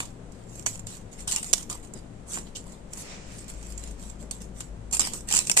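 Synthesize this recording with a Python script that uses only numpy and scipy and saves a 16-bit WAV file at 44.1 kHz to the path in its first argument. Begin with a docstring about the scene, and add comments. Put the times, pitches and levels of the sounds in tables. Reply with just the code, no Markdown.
"""A small room, quietly rumbling and humming; a two-port microphone above a table.
Close to it, hands stretch thin plastic tape and wind it round a stick. Each short pull sets tiny
wrinkles crackling, creases buckle with sharp snaps, the edge skids off a finger, and fingertips rub
the tape smooth. Near the end the tape hangs free and its loose length rings like paper.
The walls answer briefly."""
import sys
import numpy as np
from scipy import signal
from scipy.fft import rfft, irfft, next_fast_len
from scipy.io import wavfile
from scipy.ndimage import uniform_filter1d, map_coordinates

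SR = 44100
rng = np.random.default_rng(int(sys.argv[2]) if len(sys.argv) > 2 else 0)


def to_wav(s):
    """Save 16-bit WAV."""
    ch = np.atleast_2d(s).T  # columns
    pcm = np.round(np.clip(ch, -1, 1) * 32767)  # PCM
    wavfile.write(sys.argv[1], SR, pcm.astype(np.int16))


N = 246959

# hard or lone creases buckling: t/s, level/dB, body re level/dB, left-right/dB
SNAPS = [(0.003, -29, 2.5, 1), (0.321, -50.5, -18, -13), (0.6625, -21, -7.5, -12.5), (0.6667, -23, -5, -2),
         (0.794, -38, -10, -1), (0.8694, -34.5, -10, -5), (1.2768, -27.5, -8, -3), (1.313, -22, -27, 11),
         (1.3209, -20, -20, -1), (1.3262, -22, -32, -3), (1.3614, -17.5, -20, 10), (1.3826, -30, -9, 5),
         (1.429, -29, -19, 7), (1.5308, -14.5, -18, -20), (1.5341, -11.5, -17.5, -7.5),
         (1.5353, -9, -16, -6), (1.5379, -20, -11, -9), (1.9367, -40.5, -17, -9), (2.334, -32, -22, -8),
         (2.3729, -36, 5.5, -7), (2.934, -30, -29, 2), (3.481, -45, -6, -16), (3.7777, -40, -14, -16),
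         (3.8382, -35.5, -17, -1), (4.311, -26, -16, -6), (4.4175, -38.5, -17, 1),
         (4.6058, -34.5, -2.5, 23), (4.9116, -36.5, -12, -4), (4.949, -23, -28, 15), (4.969, -24, -11, -2),
         (4.9949, -16.5, -9, -12.5), (5.006, -19, -23, -2), (5.016, -18.5, -10.5, -4),
         (5.0724, -29, -1.5, -15), (5.135, -28.5, -12.5, -12), (5.2875, -25.5, -22, 1),
         (5.3033, -26, -12, -5), (5.3111, -20.5, -16, -8), (5.3253, -14, -31, -1),
         (5.3382, -17.5, -6.5, -2), (5.3498, -19, -18, -12), (5.3616, -16, -22, 6), (5.367, -17, -14, -16),
         (5.3767, -22, -30, -20), (5.3897, -16, -16, -4), (5.4713, -26, -26, -9), (5.497, -15, -9, 13),
         (5.5149, -14.5, -17.5, -11), (5.5683, -17.5, -8, -5), (5.573, -9.5, -10.5, -8),
         (5.5809, -20, -5.5, 4), (5.5902, -17, -13, 1)]
# spectral shape of the taut film: f/Hz, level/dB
FILM_SPECTRUM = [(400, -13.5), (1600, -17.5), (2300, -9.5), (3600, -11.5), (4700, -6), (6000, -2),
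                 (8500, -1), (10300, -11), (12300, -13), (15000, -22.5)]


def amp(db):
    return 10 ** (np.asarray(db) / 20)


def unit(x):
    return x / np.sqrt(np.mean(x ** 2) + 1e-20)


def pan(left_right_db):
    return amp(left_right_db * np.array([[.5], [-.5]]))


def along(points, hz):
    """Interpolate (f/Hz, value) points on a log axis."""
    f, v = np.transpose(points)
    return np.interp(np.log(hz + 1), np.log(f + 1), v)


def curves(rows):
    """One value per sample for each column after t/s."""
    s, *columns = np.transpose(rows)
    return np.array([np.interp(np.arange(N) / SR, s, column) for column in columns])


def wobble(knots_per_s):
    """Smooth random curve."""
    knots = rng.standard_normal(int(N * knots_per_s / SR) + 4)
    return map_coordinates(knots, [np.arange(N) * knots_per_s / SR])


def resonance(hz, centre_hz, width_hz):
    return 1j * hz * width_hz / (centre_hz ** 2 - hz ** 2 + 1j * hz * width_hz)


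def filtered(x, response):
    """Apply the complex gain response(f/Hz)."""
    m = next_fast_len(N + SR // 2)
    return irfft(rfft(x, m) * response(np.fft.rfftfreq(m, 1 / SR)), m)[..., :N]


def coloured(x, spectrum, size=2048):
    """Causal unit-energy filter: a spectrum as the two resonant ports hear it."""
    # cavity behind each port, left then right: f/Hz, width/Hz, added peak/dB
    ports = [(8920, 1900, 3), (7380, 1230, 8.5)]
    hz = np.fft.rfftfreq(size, 1 / SR)
    cavity = np.array([1 + amp(db) / (1 + (2 * (hz - f) / width) ** 2) for f, width, db in ports])
    cepstrum = irfft(np.log(amp(along(spectrum, hz)) * cavity))
    cepstrum[:, 1:size // 2] *= 2  # fold to minimum phase
    cepstrum[:, size // 2 + 1:] = 0
    impulse = unit(irfft(np.exp(rfft(cepstrum)))) / np.sqrt(size)
    return signal.fftconvolve(np.broadcast_to(x, (2, N)), impulse, axes=1)[:, :N]


def hum_tone(centre_hz, drift_hz, flicker_db):
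    """A sine wavering in level and pitch."""
    flicker = amp(flicker_db * wobble(14))
    hz = centre_hz + drift_hz * wobble(14)
    return unit(flicker * np.sin(2 * np.pi * np.cumsum(hz) / SR))


def background(rumble_db, lower_db, upper_db):
    """Room rumble and two hum tones about an octave apart, stronger on the left."""
    # rumble spectrum: f/Hz, level/dB
    rumble_spectrum = [(15, -1), (27, 5), (38, -8.5), (80, -8), (125, -10), (175, -2.5), (300, -12),
                       (550, -14), (1200, -24.5), (2700, -32.5), (5300, -38.5), (8000, -32), (11000, -48),
                       (15000, -68.5)]
    # likeness of the sides: f/Hz, correlation (capped at 1)
    likeness = [(60, 0.9), (130, 1.5), (300, 0.5), (700, 0), (1500, 0)]
    # balance: f/Hz, left-right/dB
    balance = [(200, 6), (600, 7), (2000, -0.5), (10000, -1.5)]
    # hum: t/s, lower tone/dB, upper tone/dB
    hum_levels = [(0.0, -50, -51), (0.6, -53, -45.5), (1.5, -49.5, -55), (3.0, -51, -55.5),
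                  (3.6, -43.5, -53.5), (4.95, -45, -51), (5.6, -57, -57.5)]

    def mid_side(hz):
        angle = np.arccos(np.clip(along(likeness, hz), -1, 1)) / 2
        return amp(along(rumble_spectrum, hz)) * [np.cos(angle), np.sin(angle)]

    mid, side = filtered(rng.standard_normal((2, N)), mid_side)
    rumble = amp(rumble_db) * unit(np.array([mid + side, mid - side]))
    lower, upper = curves(hum_levels)
    hum = amp(lower + lower_db) * hum_tone(centre_hz=53.0, drift_hz=3.5, flicker_db=4.5)
    hum += amp(upper + upper_db) * hum_tone(centre_hz=109.8, drift_hz=6, flicker_db=4)
    return filtered(rumble + hum, lambda hz: pan(along(balance, hz)))


def room(x, onset_s=0.0022):
    """The walls answer a few milliseconds late; each frequency dies at its own rate."""
    # reverberation: f/Hz, t60/s
    decay = [(300, 0.44), (1300, 0.08), (3500, 0.29), (9000, 0.22), (15000, 0.425)]
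    hz, t, noise = signal.stft(rng.standard_normal((2, SR // 2)), SR, nperseg=256)
    envelope = amp(-60 * t / along(decay, hz)[:, None]) * (1 - np.exp(-t / onset_s))
    tail = signal.istft(noise * envelope, SR, nperseg=256)[1]
    return signal.fftconvolve(x, tail / np.linalg.norm(tail[0]), axes=1)[:, :N]


def fingers(rub_db, uneven_db, grip_db, holding_db, swell_s=0.018):
    """Fingertips rub the wound tape with an uneven hush; the hands shuffle dully, more at each grip."""
    # fingertips pressing along the stick: t/s, level/dB
    rub_levels = [(2.85, -80), (2.95, -60), (3.04, -53), (3.12, -50), (3.22, -53), (3.35, -58), (3.6, -62),
                  (4.0, -66), (4.5, -80)]
    # soft rubbing hush: f/Hz, level/dB
    hush_spectrum = [(300, -11), (500, 6), (1000, -2), (1600, -2), (2500, 2), (3600, -7.5), (5500, -3),
                     (8500, -12), (11000, -46), (15000, -45)]
    # grip shifts: t/s, level/dB
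    grips = [(0.0, -37), (0.238, -48), (1.56, -53), (1.71, -42), (1.96, -39.5), (2.39, -40), (4.23, -37.5),
             (4.41, -44), (5.01, -38.5), (5.13, -38), (5.35, -38.5), (5.51, -40), (5.585, -42)]
    # shuffling palms: f/Hz, level/dB
    palm_spectrum = [(60, -22.5), (170, 3.5), (280, -1.5), (520, -7.5), (900, -24), (2000, -28.5),
                     (6000, -66.5)]
    t = np.arange(N) / SR
    rub = coloured(rng.standard_normal((2, N)), hush_spectrum)
    rub *= amp(curves(rub_levels) + rub_db + uneven_db * wobble(25.16))
    shuffle = amp(holding_db) + sum(amp(db) * np.exp(-np.abs(t - s) / swell_s) for s, db in grips)
    grip = coloured(rng.standard_normal(N), palm_spectrum) * shuffle * amp(grip_db) * pan(4)
    return rub + grip


def loose_length(tape, free_s, centre_hz, width_hz, gain_db):
    """Once the tape hangs free, its sounds also ring one resonance of the loose length."""
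    free = np.clip((np.arange(N) / SR - free_s) / .02, 0, 1)
    return amp(gain_db) * filtered(tape * free, lambda hz: resonance(hz, centre_hz, width_hz))


def skids(rough_db, rise_s=0.0077):
    """The tape's edge catches, then slips off a finger with a short rasp."""
    # slips: t/s, level/dB, t60/s
    slips = [(0.663, -50, 0.045), (0.868, -49, 0.42), (1.275, -39, 0.49), (1.697, -43, 0.082),
             (2.55, -31, 0.11), (4.601, -32, 0.057)]
    # rasping edge: f/Hz, level/dB
    edge_spectrum = [(1200, -26), (2300, -34.5), (2800, 4.5), (4000, -3), (6300, 0), (8000, -12.5),
                     (11000, -22), (15000, -30.5)]
    t = np.arange(N) / SR
    envelope = sum(amp(db - 60 * np.abs(t - s) / t60) * np.clip((t - s) / rise_s, 0, 1)
                   for s, db, t60 in slips)
    rasp = unit(rng.standard_normal((2, N)) * amp(rough_db * wobble(500)))
    return coloured(envelope * rasp, edge_spectrum)


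def pulling(settle_db_per_s):
    """Envelopes of bright crackle and deeper rustle: each pull speeds up, runs on and lets go."""
    # pulls: t/s, rise/s, hold/s, crackle/dB, rustle re crackle/dB
    pulls = [(0.0, 0.001, 0.005, -33.5, -3.5), (0.31, 0.012, 0.11, -61, -2), (0.446, 0.13, .04, -46.5, -12),
             (0.658, 0.0021, 0.007, -26, -19), (0.727, 0.012, 0.0049, -44, -20),
             (0.863, 0.0058, 0.078, -43, -8), (1.111, 0.0089, 0.024, -51.5, -4),
             (1.17, 0.023, 0.02, -44, -2.5), (1.272, 0.0054, 0.091, -29, -12),
             (1.415, 0.032, 0.054, -37.5, -18), (1.52, 0.0058, 0.074, -39, -6),
             (1.693, 0.0093, 0.0077, -32, -5), (1.825, 0.0041, 0.016, -48, -12),
             (1.945, 0.0056, 0.039, -54.5, 0.5), (2.261, 0.088, 0.014, -32.5, -9.5),
             (2.455, 0.015, 0.0034, -55.5, 6.5), (2.549, .005, 0.014, -40, -16),
             (2.648, 0.018, 0.072, -53, -4), (2.901, 0.095, 0.01, -38, -14), (3.012, 0.017, 0.13, -63, 14),
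             (3.243, 0.12, .05, -47, -8), (3.476, 0.012, 0.0067, -40, -10), (3.53, 0.1, .07, -51, -14),
             (3.681, 0.023, 0.0084, -44, -25), (3.77, .005, 0.13, -50, -6), (3.97, 0.043, .08, -48.5, -6),
             (4.183, 0.024, .01, -48, -6.5), (4.309, 0.0061, 0.011, -39.5, -6.5),
             (4.4, .008, .015, -47.5, -7), (4.538, 0.071, 0.0091, -43, -8), (4.921, 0.011, 0.016, -24, -19),
             (4.996, 0.0046, 0.055, -29, -2.5), (5.104, 0.044, 0.012, -34.5, -13),
             (5.269, 0.068, 0.051, -24, -9), (5.464, 0.0062, 0.037, -30.5, -25),
             (5.563, 0.0044, .04, -17, -16)]
    t = np.arange(N) / SR
    taut, slack = np.full((2, N), 1e-5)
    for s, rise_s, hold_s, db, rustle_db in pulls:
        span = slice(max(int(s * SR), 0), int((s + 1) * SR))
        age_s = t[span] - s
        settling_s = np.maximum(age_s - rise_s - hold_s, 0)
        stroke = np.clip(age_s / rise_s, 0, 1) * amp(db - settle_db_per_s * settling_s)
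        taut[span] = np.hypot(taut[span], stroke)
        slack[span] = np.hypot(slack[span], stroke * amp(rustle_db))
    return taut, slack


def sticking(hard_db=-22, run_gap_s=.04, dip_db=-11, lead_s=.008):
    """Sliding gain: the tape sticks and goes quiet just before a run of hard creases gives way."""
    t = np.arange(N) / SR
    hard_s = np.sort([s for s, db, *_ in SNAPS if db > hard_db])
    starts_s = hard_s[np.diff(hard_s, prepend=-1) > run_gap_s]
    wait_s = np.append(starts_s, np.inf)[np.searchsorted(starts_s, t)] - t
    return amp(dip_db * np.exp(-wait_s / lead_s))


def flexing(x, depth_db, bins, frames):
    """The film's resonances wander as it bends: random patches of gain in frequency and time."""
    spectra = signal.stft(x, nperseg=512)[2]
    patches = uniform_filter1d(rng.standard_normal(spectra.shape[1:]), bins, axis=0)
    patches = uniform_filter1d(patches, frames, axis=1)
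    return unit(signal.istft(spectra * amp(depth_db * unit(patches)), nperseg=512)[1][:, :N])


def buckle(t, life_s, echo_s, echo_db, flutter_db, flutter_t60_s):
    """One crease gives way: a short burst, its echo off the table and the flutter of loose film."""
    burst = np.exp(-t / life_s)
    echo = amp(echo_db) * (t > echo_s) * np.exp(-np.abs(t - echo_s) / life_s)
    flutter = amp(flutter_db - 60 * t / flutter_t60_s)
    envelope = np.sqrt(burst ** 2 + echo ** 2 + flutter ** 2)
    return unit(rng.standard_normal((2, len(t))) * envelope) * np.sqrt(np.mean(envelope ** 2))


def crackle(taut, slack, crackle_db, rustle_db, flicks_per_s, spread_db, pan_db):
    """Tiny wrinkles flick at random over a soft hiss as the tape slides; slack tape rustles lower."""
    # slack tape: f/Hz, level/dB
    slack_spectrum = [(250, -20), (500, -14), (750, -0.5), (1020, 2), (1500, -9), (2050, -2.5),
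                      (2550, -10.5), (3100, -5.5), (3700, -2.5), (4700, -1.5), (7000, -6), (12000, -35.5)]
    t = np.arange(SR // 50) / SR
    hits = rng.random((4, N)) < flicks_per_s / SR / 4
    flicks = hits * amp(spread_db * np.minimum(rng.exponential(size=(4, N)), 3))
    wrinkles = np.zeros((2, N))
    for train in flicks:
        click = buckle(t, life_s=0.00073, echo_s=rng.uniform(0.0012, 0.0043), echo_db=-5,
                       flutter_db=-26.5, flutter_t60_s=0.018)
        wrinkles += signal.fftconvolve(train[None], click, axes=1)[:, :N]
    hiss = rng.standard_normal((2, N))
    grain = sticking() * flexing(unit(wrinkles) + hiss, depth_db=4.5, bins=5, frames=8)
    bright = coloured(grain * taut * amp(crackle_db) * pan(pan_db), FILM_SPECTRUM)
    return bright + coloured(grain * slack * amp(rustle_db), slack_spectrum)


def small_creases(taut, count, per_s, over_pull_db, cap_db, spread_db, body_db, pan_db):
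    """Small creases buckle by chance, as hard as the pull, up to a cap; columns as in SNAPS."""
    gap, size, side = rng.random((count, 3)).T
    times_s = np.cumsum(2 * gap) / per_s
    pull_db = 20 * np.log10(np.interp(times_s * SR, np.arange(N), taut))
    level_db = np.minimum(pull_db + over_pull_db, cap_db) + spread_db * (2 * size - 1)
    return np.transpose([times_s, level_db, np.full(count, body_db), pan_db + (2 * side - 1)])


def facets(x, width_hz, ring_db, count=5):
    """The stiff facets beside a crease ring briefly, each at a chance pitch."""
    hz = np.fft.rfftfreq(x.shape[1], 1 / SR)
    centres_hz = np.exp(rng.uniform(np.log(2300), np.log(12000), (count, 1)))
    rings = resonance(hz, centres_hz, width_hz).sum(0)
    return unit(irfft(rfft(x) * (1 + amp(ring_db) * rings), x.shape[1])) * x.std()


def snaps(creases, snap_db, body_db, pan_share, pan_bias):
    """Creases snap one by one and jolt the band of tape."""
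    # jolted band: f/Hz, level/dB
    body_spectrum = [(120, -29), (350, -2), (560, -0.5), (1000, 2.5), (1350, -2.5), (1650, 2.5),
                     (2500, 0.5), (3800, -9), (8000, -29.5)]
    t = np.arange(next_fast_len(SR // 16)) / SR
    film, body = np.zeros((2, 2, N + SR))
    for s, db, jolt_db, pan_db in creases:
        # a hard crease cracks dry, a gentle one crumples on
        crumple_db = np.interp(db, [-40, -15], [-5, -14])
        crack = buckle(t, life_s=.001, echo_s=rng.uniform(.001, .0018), echo_db=-2,
                       flutter_db=crumple_db, flutter_t60_s=.042)
        sides = pan(pan_share * (pan_db + pan_bias))
        # long waves reach both ports alike, the left 0.2 ms later
        jolt = np.array([np.roll(crack[0], round(.0002 * SR)), crack[0]])
        at = min(round(s * SR), N)
        film[:, at:at + len(t)] += amp(db + snap_db) * sides * facets(crack, width_hz=82, ring_db=6.5)
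        body[:, at:at + len(t)] += amp(db + jolt_db + body_db) * jolt
    return coloured(film[:, :N], FILM_SPECTRUM) + coloured(body[:, :N], body_spectrum)


def scene():
    """Tape and fingers, their room and its background."""
    taut, slack = pulling(settle_db_per_s=270)
    small = small_creases(taut, count=180, per_s=24, over_pull_db=2, cap_db=-33.5, spread_db=3.5,
                          body_db=-9, pan_db=-10)
    tape = snaps(np.vstack([SNAPS, small]), snap_db=3.5, body_db=3.5, pan_share=0.66, pan_bias=-1.0)
    tape += skids(rough_db=2.5)
    tape += crackle(taut, slack, crackle_db=-0.44, rustle_db=-2.5, flicks_per_s=500, spread_db=1.5,
                    pan_db=-1.0)
    tape += loose_length(tape, free_s=5.25, centre_hz=2650, width_hz=200, gain_db=1)
    direct = tape + fingers(rub_db=5.0, uneven_db=2.0, grip_db=-4.5, holding_db=-51.5)
    return direct + amp(-14.0) * room(direct) + background(rumble_db=-45.5, lower_db=-0.5, upper_db=-1.0)


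def record(dry):
    """Clip at full scale, then low-pass steeply."""
    top_hz = 15250
    return filtered(np.clip(dry, -1, 1), lambda hz: 1 / (1 + (hz / top_hz) ** 100))


dry = scene()
out = record(dry)
to_wav(out)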